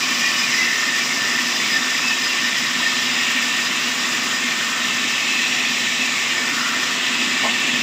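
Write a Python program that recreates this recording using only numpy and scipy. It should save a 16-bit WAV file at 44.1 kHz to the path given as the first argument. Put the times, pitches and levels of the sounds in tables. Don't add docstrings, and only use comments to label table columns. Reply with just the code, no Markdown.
import sys
import numpy as np
from scipy import signal
from scipy.fft import rfft, irfft, next_fast_len
from scipy.io import wavfile
from scipy.ndimage import uniform_filter1d

SR = 44100
rng = np.random.default_rng(int(sys.argv[2]) if len(sys.argv) > 2 else 0)


def master(y):
    cut = np.clip(np.atleast_2d(y).T, -1, 1)
    pcm = np.round(cut * 32767)
    wavfile.write(sys.argv[1], SR, pcm.astype(np.int16))


N = 344862
TIME = np.arange(N) / SR
TEETH_PER_S = 620
BAND_ECHO_HZ = 45


def from_db(db):
    return 10 ** (np.asarray(db) / 20)


def rms_one(x):
    return x / np.sqrt(np.mean(x ** 2) + 1e-20)


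def in_time(rows):
    s, *columns = np.transpose(rows)
    return [np.interp(TIME, s, column) for column in columns]


def drift(rate):
    step = 100
    r = np.exp(-2 * np.pi * rate * step / SR)
    noise = rng.standard_normal(N // step + 1002)
    slow = signal.lfilter([1], [1, -2 * r, r * r], noise)[1000:]
    return np.interp(np.arange(N) / step, np.arange(len(slow)), rms_one(slow))


def coloured(x, spectrum):
    size = next_fast_len(N, real=True)
    hz, db = np.transpose(spectrum)
    freqs = np.maximum(np.arange(size // 2 + 1) * SR / size, 1)
    gain = from_db(np.interp(np.log(freqs), np.log(hz), db, left=-70, right=-70))
    return rms_one(irfft(rfft(x, size) * gain, size)[:N])


def resonate(x, hz, width_hz):
    r = np.exp(-np.pi * width_hz / SR)
    feedback = [1, -2 * r * np.cos(2 * np.pi * hz / SR), r * r]
    return signal.lfilter(np.array([1, 0, -1]) * (1 - r * r) / 2, feedback, x)


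def resonate_twice(x, hz, width_hz):
    return resonate(resonate(x, hz, width_hz), hz, width_hz)


def singing(hz, width_hz):
    return rms_one(resonate_twice(rng.standard_normal(N), hz, width_hz))


def evened(x, size):
    return x / np.sqrt(np.abs(uniform_filter1d(x ** 2, size=size)) + 1e-12)


def band_echo(x, back):
    trip = (1 + 0.0039 * drift(1.2)) / BAND_ECHO_HZ
    return x + sum(back ** k * np.interp(TIME - k * trip, TIME, x, left=0) for k in (1, 2))


def tearing(tooth_depth, grain_db):
    teeth_per_s = TEETH_PER_S * (1 + 0.03024 * drift(25.7))
    phase = 2 * np.pi * np.cumsum(teeth_per_s) / SR
    fibres = rng.standard_normal(N) * from_db(grain_db * drift(140))
    return fibres * (1 + tooth_depth * np.cos(phase))


# time in seconds, rasp level in dB before trim.
EFFORT = [(0, -28), (1.35, -28.5), (1.6, -26.3), (1.85, -28.5), (2.25, -27), (2.55, -27.5), (3.3, -26),
          (3.6, -27), (4.85, -28.5), (5.35, -26), (6.0, -26.5), (6.5, -29.5), (7.1, -26), (7.82, -25.5)]
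# frequency in Hz, relative density in dB.
RASP_COLOUR = [(1600, -37), (1715, -7.5), (1800, -1.5), (2050, -2), (2320, -1.5), (2640, 1), (3050, -3),
               (3500, -3), (3750, -5), (3900, -5), (4500, -15.5), (5600, -22), (9000, -45)]


def rasp(bite, flutter_db, count=24):
    fibres = band_echo(tearing(tooth_depth=0.27, grain_db=0.0), back=0.17)
    edges = np.geomspace(1700, 4600, count + 1)
    groups = np.zeros(N)
    for k, (low, high) in enumerate(zip(edges, edges[1:])):
        group = resonate(fibres, (low + high) / 2, high - low)
        groups += (-1) ** k * group * from_db(flutter_db * drift(10.0))
    rasp_db, = in_time(EFFORT)
    return from_db(rasp_db + 4.0 + 0.4 * bite) * coloured(groups, RASP_COLOUR)


# time in seconds, then the groan of the log, the sawdust hiss
# and the fine spray, all in dB before trim.
KERF = [(0, -32, -30, -44), (1.6, -31, -31.5, -44.5), (2.4, -31.5, -32.5, -46), (3.4, -30.5, -33, -45),
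        (4.85, -31, -33.5, -46), (5.2, -33, -33.0, -46.5), (6.0, -34.0, -34, -47.5),
        (6.7, -29.5, -33, -46.0), (7.25, -31.5, -35, -48.5), (7.82, -33, -35.0, -48)]
# frequency in Hz, relative density in dB.
GROAN_COLOUR = [(780, -30), (900, -12), (970, 1), (1140, 1.5), (1250, 4), (1430, 0.5), (1540, 2.5),
                (1680, 0), (1850, -32)]
HISS_COLOUR = [(3800, -6), (4400, -7), (4950, -0.5), (5350, -2), (5750, -1), (6400, -6.5), (7000, -37),
               (9000, -40)]
CHIP_COLOUR = [(4500, -49), (6000, -8.5), (6650, -3), (7050, 1), (7650, -4), (8100, -8), (8600, -15.5),
               (9300, -22.5), (10500, -45)]
SPRAY_COLOUR = [(8500, -15), (9550, -10), (10050, -1.5), (10700, -4), (11200, -6), (11900, 0), (12700, -7),
                (13400, -6.5), (14150, -4.5), (14750, 2), (15500, 0), (17000, -15)]


def kerf():
    groan_db, hiss_db, spray_db = in_time(KERF)
    log = tearing(tooth_depth=0.23, grain_db=2.0)
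    groan = from_db(groan_db - 0.85) * coloured(log, GROAN_COLOUR)
    dust = tearing(tooth_depth=0.29, grain_db=.5) * from_db(0.81 * drift(18))
    hiss = from_db(hiss_db + 3.0) * coloured(dust, HISS_COLOUR)
    spray = from_db(spray_db + 1.5) * coloured(dust, SPRAY_COLOUR)
    splinters = tearing(tooth_depth=0.089, grain_db=0.9)
    chips = from_db(-32.5 + .5 * drift(9.1)) * coloured(splinters, CHIP_COLOUR)
    return groan + hiss + chips + spray


# cut-on in Hz, mode step in Hz,
# width of each resonance pass in Hz, fall in dB per mode.
FIRST_BENDING = (1786, 115, 31.6, 0.99)
SECOND_BENDING = (4890, 290, 87, .5)


def band_modes(family, swell_db, count=10):
    cut_on_hz, step_hz, width_hz, fall_db = family
    modes = np.zeros(N)
    for k in range(count):
        mode = singing(np.hypot(cut_on_hz, k * step_hz), width_hz)
        modes += mode * from_db(swell_db * drift(2.9) - fall_db * k)
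    return evened(modes, size=2000)


# time in seconds, level in dB before trim and flutter.
RING = [(0, -28.5), (.95, -25), (3.4, -27.5), (3.65, -28.5), (7.82, -28.5)]
# time in seconds, level in dB before flutter.
UPPER_RING = [(0, -34.5), (2.3, -32), (3.4, -37.5), (5.5, -42), (7.82, -36)]


def band_ring(bite):
    (ring_db,), (upper_db,) = in_time(RING), in_time(UPPER_RING)
    flutter_db = 2.0 * drift(16) + 1.3 * bite
    main = from_db(ring_db - 2.5 + flutter_db) * band_modes(FIRST_BENDING, swell_db=2.0)
    upper = from_db(upper_db + 2.55 * drift(12)) * band_modes(SECOND_BENDING, swell_db=-0.5)
    return main + upper


# middle in seconds, time in seconds
# for a 17 dB fall to either side, pitch in Hz, level in dB before trim.
SQUEALS = [(.035, 0.021, 2430, -23.5), (.25, 0.072, 2430, -30), (.275, 0.046, 1934, -22.5),
           (.25, 0.52, 1118, -39), (.4, .03, 5050, -28), (.43, 0.054, 2430, -29), (.55, .025, 1870, -23),
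           (.63, 0.19, 2030, -27), (.64, .04, 2680, -29), (.96, .04, 1793, -25), (1.02, .11, 2340, -30),
           (1.58, 0.13, 3520, -33), (1.72, .03, 5010, -26), (1.76, 0.021, 1790, -21),
           (2.09, .1, 2610, -25.5), (2.25, .05, 5000, -28), (2.3, 0.043, 2740, -28),
           (2.44, 0.025, 1834, -25), (2.87, 0.025, 1824, -23.5), (3.3, 0.21, 1854, -28.5),
           (4.33, 0.076, 1823, -27.5), (4.8, 0.17, 1314, -36), (4.78, 0.18, 1540, -38),
           (5.27, 0.25, 2615, -30), (5.65, 0.55, 5620, -40), (6.03, 0.059, 2610, -24),
           (6.41, 0.042, 1800, -25), (7.12, .16, 2590, -30), (7.58, 0.24, 2660, -29.5)]


def squeals(rows, width_hz, neighbour_db):
    out = np.zeros(N)
    for middle, length, hz, level_db in rows:
        near = slice(*np.searchsorted(TIME, [middle - 2 * length, middle + 2 * length]))
        friction = rng.standard_normal(len(TIME[near]))
        tone = 0
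        for k in (-1, 0, 1):
            mode = resonate_twice(friction, hz + k * BAND_ECHO_HZ, width_hz)
            tone = tone + from_db(neighbour_db * abs(k)) * mode
        swell = np.exp(-2 * ((TIME[near] - middle) / length) ** 2)
        out[near] += from_db(level_db) * rms_one(tone) * swell
    return out


# middle in seconds, time in seconds
# for a 17 dB fall to either side, pitch at the middle in Hz, glide in Hz per second, level in dB before echo.
BINDS = [(0.202, 0.44, 2427, -60, -31.5), (0.602, 0.36, 2086, -150, -31), (3.27, .16, 2780, -3, -31.5),
         (5.479, 0.52, 2568, -100, -29), (6.152, .2, 2236, -1200, -28.5), (6.62, 0.32, 1400, -500, -36)]


def screech(width_hz):
    low_pass = signal.butter(2, width_hz / 2, fs=SR, output="sos")
    friction = signal.sosfilt(low_pass, rng.standard_normal((2, N)))
    out = np.zeros(N)
    for middle, length, hz, glide, level_db in BINDS:
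        near = slice(*np.searchsorted(TIME, [middle - 2 * length, middle + 2 * length]))
        age = TIME[near] - middle
        phase = 2 * np.pi * np.cumsum(hz + glide * age) / SR
        slide = friction[0, near] * np.cos(phase) + friction[1, near] * np.sin(phase)
        out[near] += from_db(level_db) * rms_one(slide) * np.exp(-2 * (age / length) ** 2)
    return band_echo(out, back=0.75)


def flecks(level_db, tilt_db, spread_db, length_s, count=200):
    when, size, height = rng.random((count, 3)).T
    octaves = 1.6 * height
    lengths = length_s * (.5 + size)
    levels = level_db + tilt_db * octaves + spread_db * (size - .5)
    rows = np.transpose([when * TIME[-1], lengths, 1900 * 2 ** octaves, levels])
    return squeals(rows, width_hz=16.5, neighbour_db=-4.5)


# start in seconds, relative level in dB.
KNOCKS = [(7.434, -28), (7.443, -28.5), (7.450, -21), (7.467, -26), (7.479, -33)]
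# frequency in Hz, mean relative level in dB, 60 dB decay in seconds.
TIMBER = [(231, -5, .13), (398, -6, .05), (473, -8, .06), (580, -4, .05), (660, 1, .06), (802, 1, .06),
          (900, -7, .05), (977, -7, .06), (1065, -2, .09)]


def knock(tail_db, tail_t60):
    out = np.zeros(N)
    age = TIME[:SR // 2]
    for s, touch_db in KNOCKS:
        blow = np.zeros(len(age))
        for hz, db, t60 in TIMBER:
            strength = from_db(db + rng.normal(0, 2.1)) * rng.choice([-1, 1])
            blow += strength * np.sin(2 * np.pi * hz * age) * from_db(-60 * age / t60)
        shed = rms_one(resonate(rng.standard_normal(len(age)), 740, 400))
        shed *= from_db(tail_db - 60 * age / tail_t60)
        at = round(s * SR)
        out[at:at + len(age)] += from_db(touch_db) * (blow + shed)[:N - at]
    high_pass = signal.butter(2, 190, "high", fs=SR, output="sos")
    return signal.sosfilt(high_pass, out)


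# turns per second, a crest in seconds, depth in dB.
THROBS = [(3.13, .173, 1.0), (4.08, .156, .9), (12.04, .047, 1.0)]
# frequency in Hz, width of each resonance pass in Hz, level in dB.
DRIVE_TONES = [(159.1, 3.7, -60), (246, 10.4, -44), (356, 17, -54), (1138, 40, -41.5)]
# frequency in Hz, relative density in dB.
RUMBLE_COLOUR = [(20, -35), (55, -23), (100, -12.5), (140, -1.5), (178, -2.5), (205, 2), (310, 0.5),
                 (360, 1.5), (430, -3), (560, -3), (680, -1), (900, -2), (1600, -18), (4000, -12.5)]
DRONE_DB, RUMBLE_DB = -37.5, -35.5
SWELL_START_S, SWELL_DB_PER_S = 6.5, 4
RUMBLE_FOLLOWS = 0.22


def machine():
    swell_db = SWELL_DB_PER_S * np.maximum(TIME - SWELL_START_S, 0)
    throb_db = sum(depth * np.cos(2 * np.pi * rate * (TIME - crest)) for rate, crest, depth in THROBS)
    drone_db = DRONE_DB + swell_db + throb_db + 1.7 * drift(20)
    frame = from_db(drone_db) * evened(singing(hz=245.1, width_hz=42), size=2000)
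    rumble_db = RUMBLE_DB + RUMBLE_FOLLOWS * swell_db + .5 * drift(6.7)
    rumble = from_db(rumble_db) * coloured(rng.standard_normal(N), RUMBLE_COLOUR)
    tones = sum(from_db(db) * singing(hz, width) for hz, width, db in DRIVE_TONES)
    return frame + rumble + tones


def scene():
    bite = drift(18)
    cut = rasp(bite, flutter_db=1.03) + kerf()
    steel = band_ring(bite)
    steel += from_db(1.3) * squeals(SQUEALS, width_hz=21, neighbour_db=-6.5)
    steel += screech(width_hz=190)
    steel += flecks(level_db=-33.0, tilt_db=-6.0, spread_db=5, length_s=.06)
    mono = cut + steel + knock(tail_db=-9.0, tail_t60=0.45) + machine()
    return np.array([mono, mono])


CUTOFF_HZ = 15520


def record(dry):
    return signal.sosfilt(signal.ellip(12, .1, 80, CUTOFF_HZ, fs=SR, output="sos"), dry)


dry = scene()
out = record(dry)
master(out)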